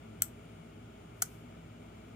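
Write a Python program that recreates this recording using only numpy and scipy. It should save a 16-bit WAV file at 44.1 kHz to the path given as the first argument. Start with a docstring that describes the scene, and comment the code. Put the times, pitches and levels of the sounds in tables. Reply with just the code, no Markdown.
"""Two sharp clicks a second apart: a small relay on a desk pulls in, then drops out, above steady ventilation noise.
Each click is a row of blows, as armature and contact spring strike and bounce for a few milliseconds.
Every blow makes a noise snap and rings the stiff plastic case; the room answers with a short bright tail.
Behind them lie shaped noise with room resonances, a narrow high hiss, a mains hum and a faint fan whine.
A bright hiss swells and fades around the drop-out."""
import sys
import numpy as np
from scipy import signal
from scipy.fft import rfft, irfft, next_fast_len
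from scipy.io import wavfile

SR = 44100
rng = np.random.default_rng(int(sys.argv[2]) if len(sys.argv) > 2 else 0)


def file_out(sig):
    """Save sig as 16-bit WAV at sys.argv[1]."""
    # one column per channel
    cols = np.atleast_2d(sig).T
    # limit, then scale
    lim = np.clip(cols, -1, 1)
    pcm = np.round(lim * 32767).astype(np.int16)
    wavfile.write(sys.argv[1], SR, pcm)


def volts_from_db(level):
    """Convert decibel levels to linear amplitude ratios."""
    exponent = np.asarray(level, float) / 20
    return 10 ** exponent


N = 94815   # length of the scene in samples
TOP_HZ = 15850   # room sound, ventilation noise and treble swell end here


def at_hz(rows, hz):
    """Reads table columns at any frequency, along straight lines on a log-frequency axis."""
    table_hz, *columns = np.transpose(rows)
    return np.array([np.interp(np.log(hz + 1), np.log(table_hz), column) for column in columns])


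def drift(per_s):
    """Slow chance: random knots, per_s of them each second, joined by straight lines."""
    return np.interp(np.arange(N) / SR * per_s, np.arange(64), rng.standard_normal(64))


def band(x, low_hz):
    """Filters with a gentle low edge and a steep top edge."""
    x = signal.sosfilt(signal.butter(2, low_hz, "high", fs=SR, output="sos"), x)
    return signal.sosfilt(signal.cheby2(16, 50, TOP_HZ, fs=SR, output="sos"), x)


def hum():
    """Mains hum and fan whine: steady sines, the same in both ears."""
    # steady tones: f/Hz, rms level/dB
    tones = [(59.2, -63), (3413, -87)]
    t = np.arange(N) / SR
    total = np.zeros(N)
    for hz, level_db in tones:
        start_turn = rng.random()
        total += np.sqrt(2) * volts_from_db(level_db) * np.sin(2 * np.pi * (hz * t + start_turn))
    return total


def ventilation():
    """Noise shaped in frequency, partly shared by both microphones, reaching the right one a little later."""
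    # broad air noise: f/Hz, left level/dB per Hz, right level/dB per Hz
    air = [(25.18, -106, -105), (41.44, -100, -92), (74, -90, -80), (300, -86.5, -85), (550, -89, -90),
           (1000, -90, -96.5), (1740, -101, -101), (3460, -102, -104), (4104, -109, -110),
           (6410, -112, -112), (10800, -118, -118), (16000, -120, -120)]
    # room resonances in that noise: f/Hz, width/Hz, left peak level/dB per Hz, right peak level/dB per Hz
    booms = [(108.8, 18.4, -70.5, -71.5), (164.1, 19, -72, -74), (232.7, 38.3, -73, -76),
             (318.8, 32, -79.5, -80.5), (405.3, 34, -83, -80.5), (433, 25, -86.5, -82.5),
             (647.6, 76, -89, -86.5), (815, 135, -101, -91.5), (1263, 216, -92.5, -99),
             (1424, 91.8, -92, -106), (2271, 305, -93, -100.5), (2940, 570, -99, -103),
             (7060, 910, -111, -108), (11750, 400, -116, -118)]
    # likeness of the two microphones: f/Hz, shared part of the power/0-1, lag of the right one/s
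    likeness = [(60, 0.96, 0.000067), (242, 1, 0.000201), (500, 0.38, 0.00046), (690, .7, 0.00035),
                (962, 0.76, .00048), (1438, 0.9, 0.00074), (2380, 0.38, 0.00038), (3750, .05, .0004)]
    flicker_db, flicker_per_s = 0.3, 4.0

    size = next_fast_len(N)
    hz = np.fft.rfftfreq(size, 1 / SR)
    power = volts_from_db(at_hz(air, hz)) ** 2
    for centre_hz, width_hz, *levels_db in booms:
        bump = 1 / (1 + ((hz - centre_hz) / width_hz * 2) ** 4)
        power = power + volts_from_db(levels_db)[:, None] ** 2 * bump
    power = power * (hz < TOP_HZ)

    alike, lag_s = np.clip(at_hz(likeness, hz), 0, 1)
    shared, left, right = rfft(rng.standard_normal((3, size)))
    both = np.array([shared, shared * np.exp(-2j * np.pi * hz * lag_s)])   # a turning phase is a delay
    mixed = np.sqrt(alike) * both + np.sqrt(1 - alike) * np.array([left, right])
    noise = irfft(np.sqrt(power * SR / 2) * mixed, size)[:, :N]
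    return noise * volts_from_db(flicker_db * drift(flicker_per_s))


def whistle():
    """A narrow band of hiss high in the ventilation noise, wavering in level."""
    centre_hz, width_hz = 9150, 450
    levels_db, waver_db = (-79, -99), 3   # levels: left and right, before the waver
    edges = [centre_hz - width_hz / 2, centre_hz + width_hz / 2]
    narrow = signal.butter(2, edges, "band", fs=SR, output="sos")
    noise = signal.sosfilt(narrow, rng.standard_normal((2, N)))
    return noise / noise.std() * volts_from_db(levels_db)[:, None] * volts_from_db(waver_db * drift(per_s=8.8))


def treble_swell():
    """Bright hiss, unrelated in the two ears, that rises and fades around the drop-out."""
    # course of the swell: t/s, gain on the filtered noise/dB
    swell = [(1.13, -95), (1.17, -72), (1.25, -66), (1.33, -62), (1.42, -73), (1.5, -88)]
    s, gain_db = np.transpose(swell)
    gain_db = np.interp(np.arange(N) / SR, s, gain_db, left=-200, right=-200)   # silent outside
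    return volts_from_db(gain_db) * band(rng.standard_normal((2, N)), low_hz=5000)


def tail():
    """Response of the room: unrelated dying noise in each ear, scaled by the energy of its envelope."""
    first_echo_s, rise_s, t60_s = 0.0015, 0.001, 0.15   # t60: time to fall by 60 dB
    late = np.maximum(np.arange(SR // 2) / SR - first_echo_s, 0)
    shape = volts_from_db(-60 * late / t60_s) * (1 - np.exp(-late / rise_s))
    noise = band(rng.standard_normal((2, SR // 2)), low_hz=1000)
    return noise * shape / np.sqrt(np.sum(shape ** 2))


def ring(clicks, hz, t60_s):
    """One mode of the case: a unit click starts a dying sine of height 1, with its own phase in each ear."""
    r = volts_from_db(-60 / (t60_s * SR))   # what is left of the sine after one sample
    w = 2 * np.pi * hz / SR
    ears = []
    for ear, phase in zip(clicks, (0, 1.4)):   # left and right phase in radians
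        start = [np.sin(phase), r * np.sin(w - phase)]
        # the tiny offset keeps the filter from slowing down on near-zero numbers
        ears.append(signal.lfilter(start, [1, -2 * r * np.cos(w), r * r], ear + 1e-18))
    return np.array(ears)


def crack(hits):
    """Broad noise snap of each blow: every hit starts a dying burst of noise without its low part."""
    t60_s, low_hz = 0.0066, 2850
    envelope = signal.lfilter([1], [1, -volts_from_db(-60 / (t60_s * SR))], hits)
    snap = envelope * rng.standard_normal(hits.shape)
    return signal.sosfilt(signal.butter(2, low_hz, "high", fs=SR, output="sos"), snap)


def relay(blows, which):
    """Every blow snaps and strikes every mode, neighbours in opposite sense; a blurred copy fills the room."""
    # modes of case and board: f/Hz
    ring_hz = [720, 1410, 2200, 3200, 4350, 5830, 6550, 7070, 7790, 8200, 9000, 9950, 11000, 12400, 12900,
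               13700, 14600, 15600]
    # each mode: full t60/s, pull-in left level/dB, right level/dB, drop-out left level/dB, right level/dB
    rings = [(0.026, -47, -50.5, -39, -39.5), (0.054, -40.5, -43.5, -32, -36),
             (0.023, -39, -44.5, -36, -43.5), (0.028, -41.5, -38.5, -45, -40.5),
             (0.014, -44, -40, -32.5, -38), (0.011, -30.5, -28, -29, -24), (0.016, -32, -22.5, -26, -22.5),
             (0.013, -27, -37, -22.5, -26.5), (0.019, -17, -32, -27, -24), (.018, -21, -24.5, -24, -38),
             (0.016, -20, -28, -22, -41), (0.01, -26, -40, -20.5, -42), (0.0064, -22.5, -38, -31, -33),
             (0.0093, -23.5, -24, -25, -35), (0.0091, -15.5, -32, -21.5, -42), (0.0124, -22, -22, -30, -31),
             (.012, -30, -24, -36, -35), (.01, -36, -23, -44, -39)]
    crack_db, strike_spread_db, thud_below_hz = -26.5, 1.5, 2600
    ring_share = (0.84, 0.74)[which]   # share of each t60 left after pull-in and drop-out
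    room_db = (-11.5, -13)[which]   # gain of the room tail after pull-in and drop-out
    room_blur = 0.4   # the room hears the case from all sides: its rings keep this share of their t60

    s, db, thud_db = np.transpose(blows)
    start = int(s.min() * SR)
    at = (s * SR).astype(int) - start
    hits = np.zeros((2, SR // 4))
    hits[:, at] = volts_from_db(db + crack_db)
    dry = spread = crack(hits)
    for k, (hz, (t60_s, *levels_db)) in enumerate(zip(ring_hz, rings)):
        blow_db = (db + thud_db * (hz < thud_below_hz))[:, None]
        strength_db = blow_db + strike_spread_db * rng.standard_normal((len(s), 2))
        ears_db = levels_db[2 * which:2 * which + 2]
        clicks = np.zeros_like(hits)
        clicks[:, at] = (-1) ** k * volts_from_db(strength_db + ears_db).T
        t60_s = t60_s * ring_share
        dry = dry + ring(clicks, hz, t60_s)
        spread = spread + ring(clicks, hz, t60_s * room_blur) / np.sqrt(room_blur)   # shorter, so made louder

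    wet = volts_from_db(room_db) * signal.fftconvolve(spread, tail(), axes=1)
    out = np.zeros((2, N + SR))
    out[:, start:start + dry.shape[1]] += dry
    out[:, start:start + wet.shape[1]] += wet
    return out[:, :N]


def scene():
    """Both switchings over the noise of the room."""
    # blows of armature and contacts when the coil is switched on: t/s, level/dB, extra level of low modes/dB
    pull_in = [(.2192, -45, 0), (.2202, -12.5, 11), (.2207, 1.5, -5), (.2214, -3.5, -1.5),
               (.2231, -14.5, 4), (.2246, -19.5, 14), (.2305, -15.5, -6)]
    # blows when the spring throws them back: t/s, level/dB, extra level of low modes/dB
    drop_out = [(1.2194, -16, 3.5), (1.2207, -2, -35), (1.2216, -7, 7), (1.2231, 0.5, 1), (1.2242, -7, -30),
                (1.2256, -7, 9), (1.2299, -11, -3), (1.2329, -22, -4)]
    background = hum() + ventilation() + whistle() + treble_swell()
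    return background + relay(pull_in, which=0) + relay(drop_out, which=1)


def band_limit(x):
    """A steep low-pass at the top of the band."""
    return signal.sosfilt(signal.butter(12, 16830, fs=SR, output="sos"), x)


def record(dry):
    """Top edge of the sound: a steep filter removes what lies above 16.9 kHz."""
    top_cut = signal.cheby2(10, 45, 16900, fs=SR, output="sos")
    mix = signal.sosfilt(top_cut, dry)
    return band_limit(mix)


dry = scene()
out = record(dry)
file_out(out)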